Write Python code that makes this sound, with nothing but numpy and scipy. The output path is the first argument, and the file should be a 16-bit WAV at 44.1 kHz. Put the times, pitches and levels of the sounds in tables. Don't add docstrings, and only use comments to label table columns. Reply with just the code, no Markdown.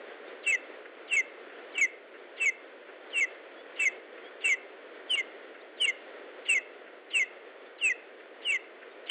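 import sys
import numpy as np
from scipy import signal
from scipy.fft import rfft, irfft, next_fast_len
from scipy.io import wavfile
from scipy.ndimage import uniform_filter1d

SR = 44100
rng = np.random.default_rng(int(sys.argv[2]) if len(sys.argv) > 2 else 0)


def pcm_store(signal):
    levels = np.round(np.clip(np.atleast_2d(signal), -1, 1) * 32767)
    wavfile.write(sys.argv[1], SR, levels.astype(np.int16).T)


def gain_from_db(level_db):
    decades = np.asarray(level_db, float) / 20
    return 10 ** decades


N = 401310

# (voice onset t/s, swell/s, start f/Hz, end f/Hz, level/dB)
HIGH_NOTES = [(.464, 0.011, 2728, 2579, -25.5), (1.110, 0.026, 2773, 2590, -25.5),
              (1.775, .008, 2713, 2570, -30), (2.402, .022, 2711, 2576, -28),
              (3.143, 0.043, 2792, 2617, -25.5), (3.794, 0.0053, 2704, 2582, -28.5),
              (4.441, 0.012, 2740, 2620, -25.5), (5.099, 0.014, 3034, 2928, -27.5),
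              (5.803, 0.015, 3050, 2818, -26), (6.485, 0.014, 2782, 2558, -24),
              (7.137, 0.021, 2830, 2548, -24), (7.815, 0.043, 2830, 2454, -24),
              (8.452, 0.084, 2967, 2614, -22), (9.095, 0.008, 2900, 2674, -24.5)]
# (against high note/dB, against low note/dB, rush of air before the voice/dB)
BREATHINESS = [(-13, -21, -45), (-10.5, -25.5, -48), (-6.5, -26, -59.5), (-10, -24.5, -46), (-12, -26, -53),
               (-7.5, -30.5, -47.5), (-11.5, -20, -47.5), (-23.5, -14, -67), (-19.5, -18, -53.5),
               (-15, -24.5, -43), (-16.5, -23.5, -45), (-17, -31.5, -50), (-19.5, -16.5, -50),
               (-6.5, -19, -47.5)]
GLIDE_S = .032
CATCH_S = 0.0046
RELEASE_S = .018


def rms_one(x):
    return x / np.sqrt(np.mean(x ** 2) + 1e-20)


def colour(x, points):
    hz, db = np.transpose(points)
    size = next_fast_len(N + 4096)
    grid = np.log(np.arange(size // 2 + 1) * SR / size + 1)
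    gain = gain_from_db(np.interp(grid, np.log(hz), db))
    padded = np.pad(x, 2048, "reflect")
    return irfft(rfft(padded, size) * gain, size)[2048:2048 + N]


def drift(rate_hz):
    low = signal.butter(2, rate_hz, fs=SR, output="sos")
    return rms_one(signal.sosfilt(low, rng.standard_normal(N + SR))[SR:])


def breath(modes):
    air, out = rng.standard_normal(N), 0
    for k, (hz, width, db) in enumerate(modes):
        r = np.exp(-np.pi * width / SR)
        ring = [1, -2 * r * np.cos(2 * np.pi * hz / SR), r * r]
        once = signal.lfilter([1, 0, -1], ring, air)
        twice = signal.lfilter([1, 0, -1], ring, once)
        out = out + (-1) ** k * gain_from_db(db) * rms_one(twice)
    return rms_one(out)


def hump(start, length):
    at = np.arange(int(start * SR), int((start + length) * SR))
    return at, np.sin(np.linspace(0, np.pi, len(at)))


def wind(patchy_db=0.99):
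    # (t/s, level/dB)
    gusts = [
        (0.0, -46.5),
        (1.77, -47.5),
        (1.929, -49.5),
        (4.328, -47.5),
        (6.41, -47.5),
        (6.82, -50),
        (8.72, -50),
        (9.1, -49),
    ]
    # (f/Hz, level per Hz/dB)
    hiss = [(82, -74), (140, -50.5), (207, -23), (297, -8.5), (341, -5), (376, -2.5), (483, -0.5),
            (620, -4.5), (879, -14.5), (1230, -13.5), (1450, -10), (1670, -12.5), (1860, -9.5),
            (2360, -15.5), (3490, -21.5), (3900, -33.5), (5070, -65), (8580, -120)]
    s, db = np.transpose(gusts)
    level = gain_from_db(np.interp(np.arange(N) / SR, s, db) + patchy_db * drift(4.7))
    return level * rms_one(colour(rng.standard_normal(N), hiss))


def squeaks():
    out = np.zeros(N)
    # (t/s, length/s, start f/Hz, end f/Hz, level/dB)
    whistles = [
        (.275, 0.022, 3600, 3690, -62.5),
        (3.57, 0.054, 3300, 3510, -58.5),
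        (4.225, 0.067, 3120, 3400, -57),
        (5.605, 0.018, 3400, 3900, -60.5),
        (7.655, 0.027, 3480, 3600, -66),
        (8.905, 0.028, 3620, 3730, -66),
    ]
    for s, length, from_hz, to_hz, db in whistles:
        at, shape = hump(s, length)
        phase = 2 * np.pi * np.cumsum(np.linspace(from_hz, to_hz, len(at))) / SR
        out[at] = gain_from_db(db) * np.sqrt(2 * np.abs(shape)) * np.sin(phase)
    return out


def glide_start(onset):
    # (voice onset t/s, murmur/s)
    murmurs = [
        (1.775, .024),
        (3.143, 0.013),
    ]
    murmur = [length for s, length in murmurs if abs(s - onset) < .02]
    return onset - GLIDE_S - max(murmur + [CATCH_S])


def rushes(length=0.043):
    # (f/Hz, width/Hz, level/dB)
    rush_modes = [(2100, 500, -1.5), (2900, 530, 3.5), (3470, 450, -8.5)]
    gain = np.zeros(N + SR)
    for high, (_, _, rush_db) in zip(HIGH_NOTES, BREATHINESS):
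        at, shape = hump(glide_start(high[0]), length)
        gain[at] = gain_from_db(rush_db) * shape
    return gain[:N] * breath(rush_modes)


def contour(now, high, low, rush_db):
    # (t/s, drop/Hz, louder/dB)
    slips = [
        (5.1367, 149.9, 3.5),
        (5.843, 86.2, 4.5),
    ]
    glide_from_hz, glide_under_rush_db, glide_end_db = 3900, 11.5, -47
    catch_hz, catch_follows, catch_db = 3115, 0.51, -38.5
    quick_settle_hz, settle_s_per_hz, murmur_slows = 2679, 5e-5, .25
    high_fade_db, low_fade_db = 2, 1.5
    easy_break_hz, crack_db_per_hz = 2620, 0.14
    entry_db, recover_s = 3, 0.022
    slip_s, swoop_s = 0.0044, 0.0011
    onset, swell, high_from, high_to, high_db = high
    jump, hold, low_from, low_to, low_db = low
    along = (now - onset) / (jump - onset)
    slipped = [(np.clip((now - s) / slip_s + .5, 0, 1), hz, db) for s, hz, db in slips if onset < s < jump]
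    marks = [now[0], now[0] + GLIDE_S, now[0] + GLIDE_S + .002, onset]

    settle = np.clip(settle_s_per_hz * (high_from - quick_settle_hz), .001, .008)
    settle = settle + murmur_slows * (onset - marks[1])
    caught_hz = catch_hz + catch_follows * (high_from - quick_settle_hz)
    above = np.interp(now, marks[:2], [glide_from_hz - high_from, caught_hz - high_from])
    above = above * np.exp(-np.maximum(now - marks[1], 0) / settle)
    upper_hz = high_from + (high_to - high_from) * along + above
    upper_hz = upper_hz - sum(hz * x for x, hz, db in slipped)
    opening = gain_from_db(np.interp(now, marks, [rush_db - glide_under_rush_db, glide_end_db, -41, catch_db]))
    swollen = np.clip((now - onset) / swell, 0, 1)
    held = gain_from_db(high_db + high_fade_db * (1 - 2 * along))
    upper_db = 20 * np.log10(opening * (1 - swollen) + swollen * held)
    upper_db = upper_db + sum(db * x for x, hz, db in slipped)

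    strain_hz = max(high_to - sum(hz for x, hz, db in slipped) - easy_break_hz, 0)
    weak_db = entry_db + crack_db_per_hz * strain_hz
    weak_db = weak_db * np.clip(1 - (now - jump) / recover_s, 0, 1) ** 0.76
    low_along = (now - jump) / hold
    lower_hz = low_from + (low_to - low_from) * low_along
    release_db = 25.5 * np.maximum((now - jump - hold) / RELEASE_S, 0) ** 1.2
    lower_db = low_db + low_fade_db * (1 - 2 * low_along) - release_db
    fall = np.clip((now - jump) / swoop_s + .5, 0, 1)
    pitch = upper_hz + fall * (lower_hz - upper_hz)
    return pitch, np.where(now < jump, upper_db, lower_db), weak_db * (now >= jump)


def calls(flutter_db=1.14, faint_db=-2.5, waver_hz=7.6, faint_hz=35., stall_s=0.0018):
    # (break t/s, hold/s, start f/Hz, end f/Hz, level/dB)
    low_notes = [(.52, .032, 2243, 1995, -23.5), (1.163, .041, 2276, 2050, -22.5),
                 (1.81, .041, 2298, 2034, -21.5), (2.456, .038, 2303, 2074, -23),
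                 (3.205, .039, 2297, 2024, -23.5), (3.853, .027, 2241, 2056, -21),
                 (4.489, .051, 2320, 2025, -23.5), (5.155, .053, 2340, 2060, -28),
                 (5.858, 0.043, 2347, 2058, -25.5), (6.544, .038, 2266, 2020, -24.5),
                 (7.193, .039, 2245, 2022, -24), (7.895, 0.024, 2138, 1952, -24.5),
                 (8.518, .047, 2345, 2010, -27), (9.145, .04, 2260, 2050, -26)]
    # (f/Hz, width/Hz, level/dB)
    windpipe_high = [(1110, 150, -12), (1577, 350, -6.5), (2050, 200, 0), (2276, 81, 6), (2940, 490, -3)]
    # (f/Hz, width/Hz, level/dB)
    windpipe_low = [(1102, 95, -10), (1750, 1200, -5), (2830, 510, 4), (3170, 860, -7.5)]
    near_break_db, near_break_s = 4.5, 0.013
    crack_burst_share, crack_burst_s = 0.51, 0.003
    air_weak_share = .1
    t = np.arange(N) / SR
    pitch, stall = np.full(N, 3000.), np.ones(N)
    level, hoarse_high, hoarse_low = np.zeros((3, N))
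    for high, low, (high_db, low_db, rush_db) in zip(HIGH_NOTES, low_notes, BREATHINESS):
        first, last = glide_start(high[0]), low[0] + low[1] + RELEASE_S
        on = slice(int(first * SR), int(last * SR))
        now = t[on]
        after = now - low[0]
        pitch[on], db, weak_db = contour(now, high, low, rush_db)
        level[on] = gain_from_db(db) * np.clip(np.minimum(now - first, last - now) / 0.0048, 0, 1)
        fallen = np.interp(after, [-.004, 0], [0, 1])
        near_db = near_break_db * np.exp(-np.abs(after) / near_break_s)
        burst_db = crack_burst_share * weak_db.max(initial=0) * np.exp(-np.abs(after) / crack_burst_s)
        hoarse_high[on] = gain_from_db(high_db + near_db) * (1 - fallen)
        hoarse_low[on] = gain_from_db(low_db + burst_db - air_weak_share * weak_db) * fallen
        stall[on] = gain_from_db(-weak_db) * (1 - .85 * np.exp(-(after / stall_s) ** 2))
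    faint = uniform_filter1d(1. * (level < gain_from_db(-44)), size=200)
    wavering = pitch + (waver_hz + faint_hz * faint) * drift(150)
    phase = 2 * np.pi * np.cumsum(wavering) / SR
    flutter = gain_from_db((flutter_db + faint_db * faint) * drift(120) - 7 * faint)
    tone = np.sqrt(2) * stall * flutter * np.sin(phase)
    air = hoarse_high * breath(windpipe_high) + hoarse_low * breath(windpipe_low)
    return level * (tone + gain_from_db(0.97 * drift(60)) * air)


def forest(x):
    echo_s, echo_db = 0.1, -41
    tail_db, tail_t60_s = -19.5, 0.47
    # (f/Hz, level/dB)
    foliage = [(1500, -3.5), (2100, -1.5), (2400, -7), (2650, 4), (3300, -7.5)]
    t = np.arange(SR // 2) / SR
    scatter = rng.standard_normal((2, len(t)))
    echo = scatter[0] * np.exp(-((t - echo_s) / 0.0087) ** 2)
    tail = scatter[1] * gain_from_db(-60 * t / tail_t60_s) * np.minimum(t / 0.013, 1)
    reply = gain_from_db(echo_db) * rms_one(echo) + gain_from_db(tail_db) * rms_one(tail)
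    return colour(signal.fftconvolve(x, reply / np.sqrt(len(t)))[:N], foliage)


def gasps():
    # (t/s, length/s, level/dB)
    puffs = [(0.851, 0.015, -44), (1.49, 0.064, -52), (2.135, 0.042, -53.5), (2.882, 0.029, -51.5),
             (3.535, 0.018, -56), (4.172, 0.021, -48.5), (5.542, 0.028, -49), (6.14, 0.0087, -61),
             (6.86, 0.029, -50.5), (7.499, 0.019, -68), (8.198, 0.019, -49.5), (8.821, 0.018, -48)]
    # (f/Hz, width/Hz, level/dB)
    bill_modes = [(1473, 400, -1.5), (2050, 560, -2.5), (2740, 200, -8)]
    gain = np.zeros(N)
    for s, length, db in puffs:
        at, shape = hump(s, length)
        gain[at] = gain_from_db(db) * np.sqrt(np.abs(shape))
    return gain * breath(bill_modes)


def scene():
    chick = calls() + rushes() + squeaks()
    return (chick + forest(chick) + gasps() + wind())[None]


def low_pass(x):
    return signal.sosfilt(signal.butter(12, 12850, fs=SR, output="sos"), x)


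def record(dry):
    # (f/Hz, level/dB)
    band_edge = [(3900, 0), (4050, -3), (4200, -80)]
    # (f/Hz, level/dB)
    image = [(3900, -56), (4000, -0.5), (4580, -15.5), (5000, -39), (5300, -62.5), (6000, -83)]
    # (f/Hz, level/dB)
    bend = [(3400, -48.5), (4300, -18), (6000, -4.5), (8000, 2), (8900, -3.5), (9500, -3.5), (10000, -33),
            (11000, -1.5), (12800, -32.5)]
    # (f/Hz, level/dB)
    fifth_colour = [(9500, -45), (10300, -6), (12800, -2)]
    # (f/Hz, level/dB)
    smear_colour = [(5300, -49.5), (5800, 1), (7500, 8), (9000, -12), (9400, -57.5)]
    # (f/Hz, level/dB)
    shimmer_colour = [(5500, -39), (7500, -4.5), (10000, -1), (12500, -5), (13000, -42.5)]
    limit, camera_hz, smear_s = .13, 8000, .055
    square_db, cube_db, fifth_db, smear_db, shimmer_db = 0, 38, 67, -30, -101
    x = colour(dry[0], band_edge)
    x = x / (1 + (np.abs(signal.hilbert(x)) / limit) ** 6) ** (1 / 6)
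    mirror = 2 * x * np.cos(2 * np.pi * camera_hz * np.arange(N) / SR)
    x = x + colour(mirror, image)
    third = colour(gain_from_db(square_db) * x * np.abs(x) + gain_from_db(cube_db) * x ** 3, bend)
    fifth = colour(gain_from_db(fifth_db) * x ** 5, fifth_colour)
    frame = np.hanning(int(2 * smear_s * SR))
    spread = np.sqrt(np.abs(signal.fftconvolve(third ** 2, frame / frame.sum(), "same")))
    spread = np.roll(spread, int(.012 * SR))
    smear = gain_from_db(smear_db) * spread * rms_one(colour(rng.standard_normal(N), smear_colour))
    shimmer = rms_one(colour(rng.standard_normal(N), shimmer_colour))
    shimmer = gain_from_db(shimmer_db + 2.5 * drift(8)) * shimmer
    return low_pass((x + third + fifth + smear + shimmer)[None])


dry = scene()
out = record(dry)
pcm_store(out)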